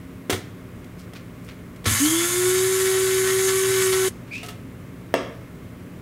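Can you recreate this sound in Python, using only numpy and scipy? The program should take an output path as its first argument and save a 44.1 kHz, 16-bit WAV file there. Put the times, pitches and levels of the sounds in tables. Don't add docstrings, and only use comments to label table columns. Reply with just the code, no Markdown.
import sys
import numpy as np
from scipy import signal
from scipy.fft import rfft, irfft, next_fast_len
from scipy.io import wavfile
from scipy.ndimage import uniform_filter1d, map_coordinates

SR = 44100
rng = np.random.default_rng(int(sys.argv[2]) if len(sys.argv) > 2 else 0)


def unload_audio(sound):
    columns = np.transpose(np.atleast_2d(sound))
    steps = np.round(np.clip(columns, -1, 1) * 32767)
    wavfile.write(sys.argv[1], SR, steps.astype(np.int16))


N = 265393

START, STOP = 1.853, 4.083
WHINE_S = 2.0


def shaft_speed():
    full_hz = 379.6
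    # (speed to gain [Hz], time constant [s])
    spin_up = [(32, .024), (94, .235)]
    # (time [s], shift [Hz])
    drift = [(2.5, 0), (2.7, 3), (3.2, -1.5), (3.45, 1.3), (3.72, 2), (3.85, -2.3)]
    times, shifts = np.transpose(drift)
    drift_hz = np.interp(clock(), times, shifts)
    missing_hz = sum(hz * np.exp(-since(WHINE_S) / lag) for hz, lag in spin_up)
    return full_hz + drift_hz - missing_hz


def motor(angle, shaft_hz):
    whine_db = -18.5
    # (frequency [Hz], lift [dB])
    whine_response = [(262, -3.5), (285, 4.5), (308, 1), (318, -5.5), (326, .5), (346, -6), (353, -11),
                      (361, -2), (368, 1.7), (373, 0)]
    # (multiple of the shaft speed [-], peak level [dB])
    overtone_rows = [(2, -49), (3, -42), (4, -37.5), (5, -46), (6, -43.5), (9, -50), (10, -42), (21, -48),
                     (30, -50)]
    mains = np.sin(2 * np.pi * 120 * clock())

    whine_level = amp(whine_db + along(whine_response, shaft_hz) + 0.58 * wobble(30))
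    whine = whine_level * np.sin(angle)

    overtones = np.zeros(N)
    for multiple, db in overtone_rows:
        level = amp(db + 2.5 * wobble(12))
        overtones += level * np.sin(multiple * angle + 0.35 * wobble(35))
    at_speed = np.clip(since(WHINE_S) / 0.26, 0.45, 1)
    overtones = overtones * at_speed * (1 + 0.5 * mains)

    turning = (whine + overtones) * running(WHINE_S, rise=0.0021, fall=0.0013)
    mains_hum = amp(-38) * mains * running(START, rise=0.008, fall=0.012)
    return turning + mains_hum


def brushes(angle):
    effort = np.exp(-since(WHINE_S) / 0.25)
    rasp = wobble(380) * np.sin(10 * angle) + wobble(380) * np.cos(10 * angle)
    rasp = unit(coloured(rasp, [(2600, -18), (3100, 3), (3600, 6.5), (3800, -7.5)]))
    return amp(-34) * effort * rasp * running(WHINE_S, rise=0.024, fall=0.002)


def grinding(angle):
    # (frequency [Hz], relative level [dB])
    rattle_tone = [(50, -15), (85, 9), (150, -5), (260, -1), (560, -4.5), (850, -2.5), (1000, 0),
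                   (1900, 5.5), (2500, 0.5), (3200, 3), (4500, 1), (5800, -2), (8000, -52.5)]
    # (frequency [Hz], relative level [dB])
    grit_tone = [(2500, -38), (4800, -5.5), (5900, -5.5), (6300, 1), (8300, 0), (10500, 0.5), (11700, -2),
                 (12500, -4.5), (14500, -8.5), (15800, -16)]
    # (frequency [Hz], width [Hz], lift [dB])
    housing = [(1110, 60, 8), (1325, 80, 5), (1770, 130, 3), (2110, 130, 6), (2280, 60, 7), (3080, 100, 3),
               (3395, 60, 6), (3740, 80, 2)]
    # (frequency [Hz], width [Hz], lift [dB])
    steel_cup = [(6150, 40, 5), (6420, 200, 6), (6880, 130, 5), (7140, 60, 8), (7630, 130, 5),
                 (7950, 90, 7), (8720, 130, 5), (9700, 600, 4), (11370, 200, 5)]
    # (time [s], relative level [dB])
    crunches = [(2.175, -31), (2.853, -25), (3.09, -32), (3.275, -27), (3.3, -30), (3.49, -28),
                (3.785, -31), (3.82, -27), (3.928, -23)]
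    # (time [s], lift of the hiss [dB])
    surges = [(1.915, 2), (2.02, 2), (3.45, 3.5), (3.82, 3)]
    rattle_db = -31 + 7 * np.exp(-since(START) / 0.13)
    hiss_db = -28.5 + 4.5 * np.exp(-since(START) / 0.63)
    hiss_db = hiss_db + sum(db * swell(s, length=0.032) for s, db in surges)
    swirl = wobble(45)

    once_a_turn = 1 + 0.29 * np.sin(angle)
    coarse = impacts(rate=4000, spread_db=2.5) * once_a_turn * amp(0.33 * swirl)
    coarse = amp(rattle_db + 0.51 * wobble(18)) * patchy(coarse, depth_db=0.87)

    crunch_level = sum(amp(db) * swell(s, length=0.014) for s, db in crunches)
    shatter = crunch_level * impacts(rate=1300, spread_db=0.5)

    flung_up = 1 - np.exp(-since(START) / 0.0095)
    fine = impacts(rate=18000, spread_db=2) * amp(0.5 * swirl)
    fine = amp(hiss_db) * flung_up * patchy(fine, depth_db=1.1)
    fine = fine + amp(-4.5) * shatter

    sound = coloured(coarse + shatter, rattle_tone, housing) + coloured(fine, grit_tone, steel_cup)
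    sound = amp(-1) * (sound + 0.65 * echoes(sound, within=0.02))
    sound = sound * running(START, rise=0.0041, fall=0.0084)
    return sound + amp(-24.5) * room(sound)


def feet():
    # (time [s], relative level [dB])
    rocking = [(0.327, -20.5), (1.868, -13.5), (1.915, -15.5)]
    sound = np.zeros(N)
    for s, db in rocking:
        add(sound, s, amp(db) * ring([(98.5, -1.0, 0.23), (225.3, -9, 0.23)]))
    return thinned(sound, corner_hz=63)


def lid_contacts():
    # (time [s], relative level [dB], scrape 60 dB decay [s], extra knock level [dB])
    contacts = [(0.297, -18, 0.018, 12), (.3, -11.5, 0.14, -10), (.326, -18.5, 0.22, -4),
                (0.332, -27, 0.064, 13), (0.348, -40, .05, 20), (.844, -39.5, .05, -20),
                (1.135, -32.5, 0.044, -20), (1.761, -38, 0.049, -18), (1.843, -28.5, 0.1, -14.5),
                (1.86, -20.5, 0.17, 5), (4.431, -28, 0.18, -20), (4.485, -27.5, 0.17, -18)]
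    # (frequency [Hz], relative level [dB])
    clack = [(240, -23), (400, 13), (586, -0.5), (738, 6), (873, -6), (1340, 1), (1550, -2.5), (2130, 3.5),
             (2450, -5), (3400, 0.5), (4630, -6.5), (8930, -8), (15500, -16)]
    # (frequency [Hz], relative level [dB], 60 dB decay [s])
    body = [(300.2, -10.5, 0.61), (373, -4.5, 0.12), (474, 4, 0.016), (1098, -14, 0.09), (1467, -13, 0.11),
            (1950, -22, 0.055)]
    # (time [s], relative level [dB])
    grazes = [(4.433, -41.5), (4.485, -41.5)]
    # (frequency [Hz], relative level [dB], 60 dB decay [s])
    cup_ring = [(711, 4.5, 0.15), (1290, -0.5, 0.26), (2800, 5, 0.11)]
    scrapes, knocks, cup = np.zeros(N), np.zeros(N), np.zeros(N)
    for s, db, t60, knock_db in contacts:
        add(scrapes, s, amp(db) * burst(t60))
        add(knocks, s, amp(db + knock_db) * ring(body))
    for s, db in grazes:
        add(cup, s, amp(db) * ring(cup_ring))
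    sound = amp(-6.5) * coloured(scrapes, clack) + amp(-9.5) * thinned(knocks, corner_hz=200)
    return sound + amp(-15.0) * room(sound) + cup


def rubbing():
    # (time [s], relative level [dB], length [s], centre frequency [Hz])
    rubs = [(.995, -51, .03, 5000), (1.16, -40.5, .03, 2200), (1.45, -55, .04, 8000),
            (1.49, -42.5, .035, 1900), (4.285, -51, .04, 1600), (4.345, -42, .05, 3500),
            (4.378, -42, .04, 3500), (4.462, -43, .02, 6000)]
    sound = np.zeros(N)
    for s, db, length, centre_hz in rubs:
        band = [(centre_hz / 4, -25), (centre_hz / 2, -2), (centre_hz, 0),
                (2 * centre_hz, -7), (5 * centre_hz, -24)]
        slips = coloured(impacts(rate=3000, spread_db=2), band)
        sound += amp(db) * swell(s, length) * slips
    return sound + amp(-16) * room(sound)


def squeak():
    start, attack, hold, fade = 4.307, 0.012, 0.04, 0.031
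    from_hz, to_hz, glide = 2200, 2770, 0.085
    t = since(start)
    hz = from_hz + (to_hz - from_hz) * np.minimum(t / glide, 1)
    phase = 2 * np.pi * np.cumsum(hz * (1 + 0.045 * wobble(500))) / SR
    tone = np.sin(phase) + amp(-21) * np.sin(2 * phase)
    grip = np.minimum(t / attack, 1) * np.exp(-since(start + attack + hold) / fade)
    sound = amp(-31 + 1.2 * wobble(150)) * tone * grip
    return sound + amp(-8.5) * room(sound)


def lid_set_down():
    # (time [s], relative level [dB], extra crack level [dB])
    strikes = [(5.1405, -8, -2), (5.1512, -16, -8), (5.163, -26, -4), (5.179, -27, -2), (5.208, -31, -20)]
    # (frequency [Hz], relative level [dB], 60 dB decay [s])
    shell_modes = [(285, -20, .38), (440, -26, .18), (570, -11, .05), (650, -1, .04), (700, -21, .12),
                   (900, -8, .03), (1152, -23, .17), (1254, -24, .17), (1730, -7, .015), (1800, -33, .17),
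                   (2715, -25, .18)]
    # (frequency [Hz], relative level [dB])
    thud = [(130, -34), (260, 10.5), (450, 5.5), (680, 2), (830, -8), (1150, 0), (1750, 1), (2200, -6.5),
            (2750, -1.5), (3700, -15.5), (5300, -16), (9500, -26.5), (15500, -41)]
    cracks, shell, tick = np.zeros(N), np.zeros(N), np.zeros(N)
    for s, db, crack_db in strikes:
        add(cracks, s, amp(db + crack_db) * burst(0.017))
        add(shell, s, amp(db) * ring(shell_modes))
    add(tick, strikes[0][0], amp(-23.5) * burst(0.018))
    cracks = coloured(cracks, thud)
    shell = thinned(shell, corner_hz=292)
    shell = shell + amp(-14) * room(shell)
    return shell + cracks + room(cracks) + thinned(tick, corner_hz=11000)


def background():
    # (frequency [Hz], relative level [dB])
    air_tone = [(13, -59), (22, -19), (49, -14), (80, -7.5), (115, 0.5), (147, -6.5), (173, -8.5),
                (385, -12), (418, -14.5), (521, -16.5), (787, -27.5), (1130, -25), (2060, -27.5),
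                (4580, -41), (15800, -42)]
    # (frequency [Hz], width [Hz], lift [dB])
    air_peaks = [(57.5, 10, 6.5), (90, 14, 0.5), (264.8, 15, 9.5), (1110, 140, 3), (2140, 85, 4.5)]
    # (frequency [Hz], relative level [dB])
    hum_tones = [(118.4, -50), (177.6, -44), (236.9, -49.5), (613.7, -59.5)]
    air = amp(-40) * coloured(rng.standard_normal(N), air_tone, air_peaks)
    hum = np.zeros(N)
    for hz, db in hum_tones:
        level = amp(db + 0.5 + 0.19 * wobble(3.9))
        hum += level * np.sin(2 * np.pi * hz * clock() + 0.73 * wobble(5))
    sink_db = -4 * running(START, rise=0.51, fall=0.0081)
    return (air + hum) * amp(sink_db)


def room(x):
    # (frequency [Hz], 60 dB decay [s])
    decay_times = [(100, 0.47), (350, 0.63), (2000, 0.55), (6000, 0.45), (14000, 0.17)]
    hz, t, z = signal.stft(rng.standard_normal(SR // 2), SR, nperseg=256)
    decay = np.exp(-np.log(1000) * t / along(decay_times, hz)[:, None])
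    tail = signal.istft(z * decay, SR, nperseg=256)[1]
    tail = tail * (1 - np.exp(-np.arange(len(tail)) / SR / 0.0024))
    return signal.fftconvolve(x, tail / np.linalg.norm(tail))[:N]


def echoes(x, within, count=24):
    taps = np.zeros(SR // 10)
    lags = rng.uniform(0.001, min(within, 0.09), count)
    taps[(lags * SR).astype(int)] = rng.standard_normal(count)
    return signal.fftconvolve(x, taps / np.linalg.norm(taps))[:N]


def impacts(rate, spread_db):
    struck = rng.random(N) < rate / SR
    return unit(struck * rng.standard_normal(N) * amp(spread_db * rng.standard_normal(N)))


def patchy(x, depth_db):
    z = signal.stft(x, nperseg=512)[2]
    field = uniform_filter1d(rng.standard_normal(z.shape), size=6, axis=0)
    field = uniform_filter1d(field, size=9, axis=1)
    return unit(signal.istft(z * amp(depth_db * unit(field)), nperseg=512)[1][:N])


def ring(modes):
    t = np.arange(SR // 2) / SR
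    return sum(amp(db) * np.exp(-np.log(1000) * t / t60) * np.sin(2 * np.pi * hz * t)
               for hz, db, t60 in modes)


def burst(t60):
    t = np.arange(SR // 2) / SR
    return rng.standard_normal(len(t)) * np.exp(-np.log(1000) * t / t60)


def thinned(x, corner_hz):
    return signal.sosfilt(signal.butter(N=2, Wn=corner_hz, btype="high", fs=SR, output="sos"), x)


def coloured(x, spectrum, peaks=()):
    m = 2 * next_fast_len(len(x) // 2 + 8192)
    hz = np.fft.rfftfreq(m, 1 / SR)
    db = along(spectrum, hz)
    for centre, width, lift in peaks:
        db = db + lift / (1 + (2 * (hz - centre) / width) ** 2)
    cepstrum = irfft(np.log(unit(amp(db)) + 1e-6))
    cepstrum[1:m // 2] *= 2
    cepstrum[m // 2 + 1:] = 0
    return irfft(rfft(x, m) * np.exp(rfft(cepstrum)))[:len(x)]


def running(begin, rise, fall):
    return np.minimum(since(begin) / rise, 1) * np.exp(-since(STOP) / fall)


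def swell(s, length):
    u = (clock() - s) / length
    return np.exp(np.maximum(np.minimum(3 * u, -u), -30))


def wobble(rate):
    return map_coordinates(rng.standard_normal(int(N * rate / SR) + 4), [clock() * rate])


def clock():
    return np.arange(N) / SR


def since(s):
    return np.maximum(clock() - s, 0)


def along(points, hz):
    f, v = np.transpose(points)
    return np.interp(np.log(hz + 1), np.log(f + 1), v)


def amp(db):
    return 10 ** (np.asarray(db) / 20)


def unit(x):
    return x / np.sqrt(np.mean(x ** 2) + 1e-20)


def add(track, s, sound):
    part = track[round(s * SR):][:len(sound)]
    part += sound[:len(part)]


def scene():
    shaft_hz = shaft_speed()
    angle = 2 * np.pi * np.cumsum(shaft_hz) / SR
    grinder = motor(angle, shaft_hz) + brushes(angle) + grinding(angle) + feet()
    handling = lid_contacts() + rubbing() + squeak() + lid_set_down()
    sound = grinder + handling + background()
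    return np.array([sound, sound])


def record(dry):
    top_hz = 15800
    m = next_fast_len(N + SR // 2)
    kept = np.fft.rfftfreq(m, 1 / SR) < top_hz
    return irfft(rfft(dry, m) * kept, m)[:, :N]


dry = scene()
out = record(dry)
unload_audio(out)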